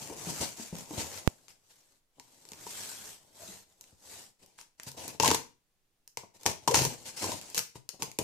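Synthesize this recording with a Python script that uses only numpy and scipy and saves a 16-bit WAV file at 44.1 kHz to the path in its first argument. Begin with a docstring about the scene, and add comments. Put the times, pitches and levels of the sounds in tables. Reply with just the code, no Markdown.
"""A taped cardboard parcel is shoved round on a wooden floor in a small room: drag, bumps, tape snaps.
At 1.3 s one static pop hits the right channel. Hands sweep the lid until 4.3 s, with one faint squeak.
Fingers then rub and pick at the plastic tape. From 5.2 s a small blade rips it in short, crackling
bursts that drum the hollow box and twice set a panel squeaking."""
import sys
import numpy as np
from scipy import signal
from scipy.fft import rfft, irfft, next_fast_len
from scipy.io import wavfile
from scipy.ndimage import map_coordinates

SR = 44100
rng = np.random.default_rng(int(sys.argv[2]) if len(sys.argv) > 2 else 0)


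def dump_mix(stems):
    """Bounce the given channels to the path in sys.argv[1] as a 16-bit WAV at rate SR."""
    frames = np.atleast_2d(stems).T  # one column per channel
    limited = np.clip(frames, -1, 1)  # hard clip at full scale
    pcm = np.round(limited * 32767).astype(np.int16)
    wavfile.write(sys.argv[1], SR, pcm)


N = 362943

# Event levels are relative within each source.
# parcel turned on the floor: middle_s, length_s, drag_db, rumble_db
SHOVES = [(.02, 0.46, -47, -50.5), (.23, 0.35, -47, -50), (.39, 0.41, -42.5, -48), (.635, 0.24, -49, -57.5),
          (.785, 0.19, -49, -51.5), (1.01, 0.4, -45.5, -48.5), (1.14, 0.18, -47, -53),
          (1.26, 0.22, -56.5, -58)]
# tape snaps and crinkles: start_s, crack_db, knock_db, tilt_db_per_octave
SNAPS = [(0.097, -42, -38.5, -2), (0.7529, -32, -43, -2), (.765, -35, -55, 3), (0.7847, -32, -50, 6),
         (.8579, -42, -60, -2), (.9085, -47, -38, -3), (1.069, -35, -45.5, 2), (1.1751, -31.5, -47, -0.5),
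         (1.482, -39, -60, -2), (2.1971, -34, -46, -1), (2.452, -40, -55, 3), (2.488, -36.5, -73, 3),
         (2.518, -30.5, -46, -1), (2.533, -33.5, -49, 1), (2.6664, -37, -33.5, -7), (3.81, -34, -59, 5),
         (3.84, -44, -69, -3), (4.461, -46, -67, 6), (4.5875, -36.5, -75, -6.5), (4.6121, -36.5, -77, -2),
         (4.798, -30, -66, -4), (4.8325, -31, -66, 3.5), (4.9157, -32, -55, 4.5), (5.0789, -25, -41, 6.5),
         (5.1989, -9.5, -15.5, -3.5), (5.225, -19.5, -30.5, -3), (5.2456, -13, -24, -2.5),
         (5.258, -10, -20.5, -3), (5.263, -15, -25.5, -3), (5.277, -7.5, -27, -1.5),
         (5.2855, -18.5, -27.5, -5.5), (5.303, -13.5, -19.5, -5), (5.3131, -11.5, -14.5, -2),
         (5.345, -11.5, -20, 1), (5.3494, -18.5, -36, 1.5), (6.0761, -36, -61.5, 3),
         (6.1716, -20.5, -30.5, -0.5), (6.411, -43, -56, 4), (6.4324, -34, -50, 2), (6.456, -26, -26, 3),
         (6.4615, -7, -18.5, -1.5), (6.6757, -13.5, -11.5, -1), (6.682, -18.5, -19.5, -2),
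         (6.7432, -7, -19, -3.5), (6.754, -9, -30, -1), (6.7608, -13.5, -36, -3), (6.7903, -14, -34, -2),
         (6.8502, -14, -23, 1), (7.2409, -22, -25, 1.5), (7.318, -23, -29.5, -1.5), (7.413, -30.5, -65, 1),
         (7.5, -34, -52, 4), (7.5456, -20, -38.5, 3), (7.5544, -24, -43, 2), (7.564, -23, -55, 3),
         (7.5775, -10.5, -43.5, 1.5), (7.5813, -18, -57, 3.5), (7.5911, -14.5, -49, 0.5),
         (7.755, -45, -39, -1.5), (7.89, -21.5, -47, 1), (8.0216, -15.5, -27, -0.5),
         (8.0293, -21.5, -34, 2.5), (8.115, -32.5, -69, 1), (8.1871, -14, -32, 1)]
# soft contacts with floor and hands: start_s, level_db, pitch_hz
BUMPS = [(0.099, -32, 280), (0.109, -34, 400), (0.123, -31, 477), (.269, -24, 174), (0.291, -30, 146),
         (0.405, -28, 98), (.596, -35.5, 218), (0.727, -22.5, 172), (0.743, -32.5, 200), (0.908, -28, 300),
         (0.934, -31, 200), (0.979, -25, 91.6), (2.518, -45, 215), (3.486, -40.5, 198),
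         (3.927, -49.5, 94.6), (4.868, -35, 135.6), (5.284, -18.5, 248), (5.314, -23, 290.4),
         (6.234, -34.5, 930), (6.465, -21, 986), (6.468, -29, 120), (6.677, -13.5, 440), (6.768, -21, 457),
         (6.815, -19, 126.6), (6.868, -27, 148), (7.757, -34, 132), (8.023, -28, 138), (8.189, -21, 330)]
# fingers and blade along the tape: start_s, length_s, hiss_db, rumble_db
SCRAPES = [(.28, 0.024, -39, -44), (.4, 0.036, -32, -39.5), (.57, 0.025, -51, -52.5),
           (.968, 0.047, -37, -41), (1.168, 0.02, -41.5, -49), (1.478, 0.028, -55.5, -67.5),
           (1.69, 0.025, -61.5, -77), (2.165, 0.033, -81, -65.5), (4.385, 0.036, -67, -74),
           (4.415, 0.024, -59.5, -61), (4.46, 0.21, -68.5, -72.5), (4.575, 0.039, -52.5, -72),
           (4.775, .02, -69, -74), (4.81, .05, -60, -66.5), (4.86, 0.028, -42, -52.5),
           (4.93, .03, -64, -60), (4.965, .1, -44.5, -47.5), (5.07, 0.031, -44.5, -46),
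           (5.12, 0.032, -53, -54), (6.335, 0.03, -59.5, -63), (6.39, 0.12, -59.5, -65),
           (6.615, 0.067, -59.5, -61), (6.88, 0.059, -44, -47.5), (6.97, 0.084, -55, -59),
           (7.05, 0.052, -44, -53), (7.122, 0.03, -53, -62), (7.16, 0.053, -40, -52),
           (7.21, 0.13, -36.5, -38), (7.345, 0.044, -47, -54), (7.41, 0.13, -50.5, -57),
           (7.746, 0.017, -50.5, -55.5), (7.928, 0.022, -63, -56), (7.99, 0.052, -52.5, -49),
           (8.04, 0.057, -66, -54.5)]
# hand over the lid: middle_s, length_s, hiss_db, rumble_db
SWEEPS = [(1.42, 0.6, -69.5, -72), (1.76, 0.39, -68, -76.5), (1.92, 0.21, -70.5, -77.5),
          (2.34, 0.49, -65, -70.5), (2.62, 0.55, -58, -61), (2.82, 0.59, -45, -56.5),
          (3.06, 0.28, -48, -59), (3.24, 0.94, -68.5, -70.5), (3.485, 0.37, -51, -57.5),
          (3.71, 0.15, -70.5, -74.5), (3.87, 0.34, -67, -71.5), (4.15, 0.37, -52, -59.5)]
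# stick-slip of the tape: start_s, length_s, pitch_hz, level_db
SQUEAKS = [(3.388, 0.085, 694, -55), (5.216, 0.065, 986, -27), (6.695, 0.037, 460, -29)]
# tape rips: start_s, length_s, crackle_db, box_db
RIPS = [(5.197, 0.03, -37, -36.5), (5.222, 0.13, -26, -27.5), (6.455, 0.06, -33.5, -34),
        (6.676, 0.0063, -26, -42), (6.708, 0.0074, -30, -45), (6.738, 0.023, -23.5, -26),
        (6.765, 0.1025, -25, -28.5), (7.546, 0.03, -38.5, -51.5), (7.567, 0.027, -34.5, -38),
        (8.187, 0.03, -46, -37.5)]

# modes of the panels and enclosed air: pitch_hz, level_db, t60_s
BOX_MODES = [(125, -12, 0.15), (232, -12.5, .07), (287, -19, .06), (436, -4, 0.039), (461.3, 1, 0.039),
             (604, -14.5, 0.021), (845, -3, 0.023), (921, 5, 0.035), (1018, -3, 0.053), (1067, -3, 0.02)]
# spectra: frequency_hz, density_db
BACKGROUND_SPECTRUM = [(20, 1.5), (35, -15), (120, -14), (450, -20.5), (1300, -25), (6000, -26.5),
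                       (15000, -30)]
FLOOR_DRAG_SPECTRUM = [(530, -32), (900, -9.5), (1260, -7.5), (1750, -7.5), (2600, -5.5), (3700, -8),
                       (6800, 0.5), (8200, -3), (9400, -7.5), (14500, -11.5), (15400, -28), (16000, -44)]
PANEL_RUMBLE_SPECTRUM = [(25, -31), (50, -13), (90, -2), (180, -4), (320, -4), (500, -4.5), (950, -6),
                         (1200, -18.5), (2000, -45.5)]
TAPE_CRACK_SPECTRUM = [(500, -23.5), (950, -12.5), (1300, -10.5), (1750, -9), (2700, -4), (3500, -7.5),
                       (4500, -3), (6500, 0), (8200, -4.5), (9400, -7.5), (14500, -12.5), (16000, -35)]
TAPE_RUB_SPECTRUM = [(530, -38), (900, -8.5), (1200, -22.5), (1290, -16.5), (2860, -11), (3380, -14),
                     (4520, -10), (7490, -8.5), (14700, -23), (16000, -38)]
HAND_HISS_SPECTRUM = [(530, -36.5), (900, -6.5), (1090, -9), (1530, -8), (2450, -8), (8150, -1),
                      (9650, -8.5), (12300, -8), (14400, -14), (15200, -24.5), (16000, -57.5)]
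BOX_DRUM_SPECTRUM = [(25, -38.5), (60, -11.5), (115, 4), (200, -2), (280, -3.5), (360, -6.5), (460, -0.5),
                     (700, -4.5), (950, -2), (1250, -20), (2000, -47.5)]

# room decay: frequency_hz, t60_s
ROOM_DECAY = [(100, 0.4), (500, 0.28), (2000, 0.3), (6000, 0.28), (15000, 0.24)]
# left-right likeness: frequency_hz, correlation
STEREO_LIKENESS = [(100, 0.81), (500, 0.92), (1000, 0.33), (3000, 0.15), (12000, 0.083)]
# channel balance: frequency_hz, left_minus_right_db
STEREO_BALANCE = [(100, 3), (500, 5), (1000, 4.5), (4000, 4), (8000, 1.3), (13000, -1.5)]


def amp(db):
    """Decibels to gain."""
    return 10 ** (np.asarray(db) / 20)


def unit(x):
    """x at rms 1."""
    return x / np.sqrt(np.mean(x ** 2) + 1e-20)


def along(points, hz):
    """Interpolate a table on a log frequency axis."""
    knots_hz, values = np.transpose(points)
    return np.interp(np.log(hz + 1), np.log(knots_hz + 1), values)


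def filtered(x, response):
    """Apply the gain response(hz)."""
    n = x.shape[-1]
    size = next_fast_len(n + 8192)
    return irfft(rfft(x, size) * response(np.fft.rfftfreq(size, 1 / SR)), size)[..., :n]


def impulse(spectrum, size=1024):
    """Minimum-phase impulse response of a spectrum."""
    cepstrum = irfft(np.log(amp(along(spectrum, np.fft.rfftfreq(size, 1 / SR)))))
    cepstrum[1:size // 2] *= 2
    cepstrum[size // 2 + 1:] = 0
    return irfft(np.exp(rfft(cepstrum)))


def add(track, start_s, sound):
    """Mix a sound into a track."""
    part = track[..., max(round(start_s * SR), 0):][..., :sound.shape[-1]]
    part += sound[..., :part.shape[-1]]


def wobble(rate_hz):
    """Random curve, linear between knots."""
    knots = rng.standard_normal(int(N * rate_hz / SR) + 4)
    return map_coordinates(knots, [np.arange(N) * rate_hz / SR], order=1)


def stereo(pair):
    """Two unrelated signals to left and right: alike in the bass, less so in the treble."""
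    def weights(hz):
        angle = np.arccos(along(STEREO_LIKENESS, hz)) / 2
        return np.array([np.cos(angle), np.sin(angle)])
    mid, side = filtered(pair, weights)
    return np.array([mid + side, mid - side])


def grains(spectrum, rate_hz, spread_db, rush_db, clump_hz, clump_db):
    """Clumped micro-slips over a smooth rush, shaped by a spectrum; rms 1."""
    hits = rng.random(N) < rate_hz / SR
    sizes = hits * amp(spread_db * np.clip(rng.standard_normal(N), -2, 2))
    slips = unit(sizes * rng.standard_normal((2, N))) + amp(rush_db) * rng.standard_normal((2, N))
    slips *= amp(clump_db * wobble(clump_hz))
    return unit(stereo(signal.oaconvolve(slips, impulse(spectrum, size=4096)[None], axes=1)[:, :N]))


def wandering(x, depth_db, width_hz=260, life_s=0.022):
    """The contact spot moves, so narrow sheet resonances come and go; rms 1."""
    bins = signal.stft(x, nperseg=512)[2]
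    spacing = np.array([width_hz * 512 / SR, life_s * SR / 256])
    knots = rng.standard_normal(bins.shape[1:])
    field = map_coordinates(knots, np.indices(knots.shape) / spacing[:, None, None], order=1)
    return unit(signal.istft(bins * amp(depth_db * unit(field)), nperseg=512)[1][:, :N])


def glides(rows, speed_exponent=1.6):
    """Treble and bass gain of smooth moves: friction follows one arch of speed."""
    power = np.zeros((2, N))
    for middle_s, length_s, *levels_db in rows:
        phase = (np.arange(N) / SR - middle_s) / length_s
        moving = np.abs(phase) < 0.5
        speed = np.cos(np.pi * phase[moving])
        power[:, moving] += (amp(levels_db)[:, None] * speed ** speed_exponent) ** 2
    return np.sqrt(power)


def pulls(rows, attack_s, sag_db_per_s, release_t60_s):
    """Treble and bass gain of sudden pulls: attack, sagging hold, release."""
    power = np.zeros((2, N))
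    for start_s, length_s, *levels_db in rows:
        t = np.arange(int((length_s + release_t60_s) * SR)) / SR
        release_db = 60 * np.maximum(t - length_s, 0) / release_t60_s
        envelope = np.minimum(t / attack_s, 1) * amp(-sag_db_per_s * t - release_db)
        add(power, start_s, (amp(levels_db)[:, None] * envelope) ** 2)
    return np.sqrt(power)


def background():
    """Steady, bass-heavy noise of a quiet room; rms 1."""
    noise = rng.standard_normal((2, N))
    return unit(stereo(filtered(noise, lambda hz: amp(along(BACKGROUND_SPECTRUM, hz)))))


def sliding(hiss_left_minus_right_db=-0.8):
    """Cardboard drags on the floor and rasps under the hands; its panels rumble."""
    drag_gain, floor_rumble_gain = glides(SHOVES)
    hiss_gain, hand_rumble_gain = glides(SWEEPS)
    drag = grains(FLOOR_DRAG_SPECTRUM, rate_hz=1500, spread_db=3, rush_db=0, clump_hz=110, clump_db=1.9)
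    drag = wandering(drag, depth_db=2)
    hiss = grains(HAND_HISS_SPECTRUM, rate_hz=2500, spread_db=2.5, rush_db=0, clump_hz=120, clump_db=1.3)
    hiss = wandering(hiss, depth_db=2.2)
    panels = grains(PANEL_RUMBLE_SPECTRUM, rate_hz=700, spread_db=1.5, rush_db=0.5,
                    clump_hz=40, clump_db=0.5)
    pan = amp(hiss_left_minus_right_db * np.array([[0.5], [-0.5]]))
    friction = drag_gain * drag + pan * hiss_gain * hiss
    return amp(1.5) * friction + amp(-1) * (floor_rumble_gain + hand_rumble_gain) * panels


def snapping(give_s=0.00091, front_db=3.5, front_t60_s=0.003, pivot_hz=5500):
    """The tape gives, then lets go: a crack, a brief flutter and a knock in the box modes."""
    cracks, knocks, t = np.zeros((2, N)), np.zeros(N), np.arange(SR // 8) / SR
    film = impulse(TAPE_CRACK_SPECTRUM)[None]
    mode_hz, mode_db, mode_t60_s = np.transpose(BOX_MODES)[:, :, None]
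    rise = np.minimum(t / give_s, 1) ** 4
    after_s = np.maximum(t - give_s, 0)
    front = amp(front_db - 60 * after_s / front_t60_s)
    for start_s, crack_db, knock_db, tilt_db_per_octave in SNAPS:
        stretch = amp(0.34 * (crack_db + 23.5))  # louder snaps run further and last longer
        body_t60_s, flutter_t60_s = 0.015 * stretch, 0.064 * stretch
        body = amp(-60 * after_s / body_t60_s)
        flutter = amp(-15 - 60 * after_s / flutter_t60_s)
        burst = rise * (front + body + flutter) * rng.standard_normal((2, len(t)))
        crack = signal.fftconvolve(burst, film, axes=1)
        # small creases are brighter than long tears
        crack = filtered(crack, lambda hz: amp(tilt_db_per_octave * np.log2(hz.clip(1000) / pivot_hz)))
        add(cracks, start_s, amp(crack_db + 14) * crack / np.linalg.norm(crack))
        # each spot on the lid drives the modes differently
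        strength, detune = rng.standard_normal((2, len(BOX_MODES), 1))
        sign = rng.choice([-1, 1], (len(BOX_MODES), 1))
        modes = sign * np.sin(2 * np.pi * mode_hz * (1 + 0.026 * detune) * t)
        ring = np.sum(amp(mode_db + 2 * strength - 60 * t / mode_t60_s) * modes, axis=0)
        add(knocks, start_s + give_s, amp(knock_db + 15.5) * ring / np.linalg.norm(ring))
    return stereo(cracks) + knocks


def bumping(ring_cycles=18, max_t60_s=0.085, attack_s=0.0007, scuff_t60_s=0.045, relax_s=0.005):
    """A soft contact flexes one panel and scuffs it; low panels ring longer and scuff duller."""
    out, t = np.zeros(N), np.arange(SR // 5) / SR
    rise = 1 - np.exp(-t / attack_s)
    # a fresh dent is stiffer: pitch starts 7 % sharp, then relaxes
    warped_s = t + 0.07 * relax_s * (1 - np.exp(-t / relax_s))
    for start_s, level_db, pitch_hz in BUMPS:
        t60_s = min(ring_cycles / pitch_hz, max_t60_s)
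        flex = amp(-60 * t / t60_s) * np.sin(2 * np.pi * pitch_hz * warped_s)
        cutoff_hz = 2.5 * pitch_hz
        response = lambda hz: amp(along(PANEL_RUMBLE_SPECTRUM, hz)) / np.hypot(1, (hz / cutoff_hz) ** 2)
        scuff = amp(-60 * t / scuff_t60_s) * unit(filtered(rng.standard_normal(len(t)), response))
        add(out, start_s, amp(level_db) * rise * (amp(-5) * flex + amp(-10) * scuff))
    return out


def rubbing():
    """Skin and steel catch on the tape, shaking film and cardboard together."""
    hiss_gain, rumble_gain = pulls(SCRAPES, attack_s=0.014, sag_db_per_s=35, release_t60_s=0.098)
    film = grains(TAPE_RUB_SPECTRUM, rate_hz=3500, spread_db=2.5, rush_db=2, clump_hz=130, clump_db=1.3)
    film = wandering(film, depth_db=2.2)
    panels = grains(PANEL_RUMBLE_SPECTRUM, rate_hz=260, spread_db=2, rush_db=1.5,
                    clump_hz=77, clump_db=1)
    return amp(0.5) * hiss_gain * film + rumble_gain * panels


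def static_pop(start_s=1.276, peak_db=-2.5, corner_hz=88, damping=0.72):
    """A voltage step in the right input, drained by its bass cut with one undershoot."""
    out, t = np.zeros((2, N)), np.arange(SR // 20) / SR
    lag = np.arcsin(damping)
    phase = 2 * np.pi * corner_hz * t
    pulse = np.exp(-damping * phase) * np.cos(np.cos(lag) * phase + lag) / np.cos(lag)
    add(out[1], start_s, amp(peak_db) * pulse)
    return out


def squeaking(waver=0.085, rough_db=5):
    """Dragging tape slips unevenly and keeps one panel ringing; it swells and fades with the pull."""
    out = np.zeros(N)
    pitch_ratio = 1 + waver * wobble(rate_hz=160)
    roughness = amp(rough_db * wobble(rate_hz=140))
    for start_s, length_s, pitch_hz, level_db in SQUEAKS:
        first, count = int(start_s * SR), int(length_s * SR)
        span = slice(first, first + count)
        ring = roughness[span] * np.sin(2 * np.pi * np.cumsum(pitch_hz * pitch_ratio[span]) / SR)
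        add(out, start_s, amp(level_db) * unit(ring) * np.sin(np.linspace(0, np.pi, count)))
    return out


def ripping():
    """Stretched film lets go in tiny tears that drum the box while its tension runs down."""
    crackle_gain, box_gain = pulls(RIPS, attack_s=0.0038, sag_db_per_s=73, release_t60_s=0.05)
    film = grains(TAPE_CRACK_SPECTRUM, rate_hz=6000, spread_db=2.5, rush_db=-3,
                  clump_hz=450, clump_db=2.4)
    film = wandering(film, depth_db=1.8)
    panels = grains(BOX_DRUM_SPECTRUM, rate_hz=1100, spread_db=3, rush_db=-5, clump_hz=200, clump_db=1)
    return amp(-1.9) * crackle_gain * film + amp(-3.5) * box_gain * panels


def room(x, delay_s=0.003, blocks=24):
    """Short diffuse tail per channel, redrawn each block as hands and parcel move."""
    out, edges = np.zeros((2, N)), np.linspace(0, N, blocks + 1).astype(int)
    for first, end in zip(edges, edges[1:]):
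        hz, t, bins = signal.stft(rng.standard_normal((2, SR // 2)), SR, nperseg=256)
        decay = amp(-60 * t / along(ROOM_DECAY, hz)[:, None])
        tail = signal.istft(bins * decay, SR, nperseg=256)[1][:, :SR // 3]
        tail /= np.linalg.norm(tail[0])
        add(out, first / SR + delay_s, signal.fftconvolve(x[:, first:end], tail, axes=1))
    return out


def microphone(x, corner_hz=50):
    """Left is louder except in the top treble; deep bass is cut."""
    bass_cut = signal.butter(2, corner_hz, "highpass", fs=SR, output="sos")
    panned = filtered(x, lambda hz: amp(np.outer([0.5, -0.5], along(STEREO_BALANCE, hz))))
    return signal.sosfilt(bass_cut, panned)


def scene():
    """The parcel lies close and a little left, in a quiet room."""
    parcel = sliding() + rubbing() + ripping() + snapping() + bumping() + squeaking()
    heard = microphone(parcel + amp(-6) * room(parcel))
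    return heard + amp(-76.5) * background() + static_pop()


def record(dry):
    """Steep low-pass at the band limit."""
    cutoff_hz = 15600
    return filtered(dry, lambda hz: 1 / np.sqrt(1 + (hz / cutoff_hz) ** 120))


dry = scene()
out = record(dry)
dump_mix(out)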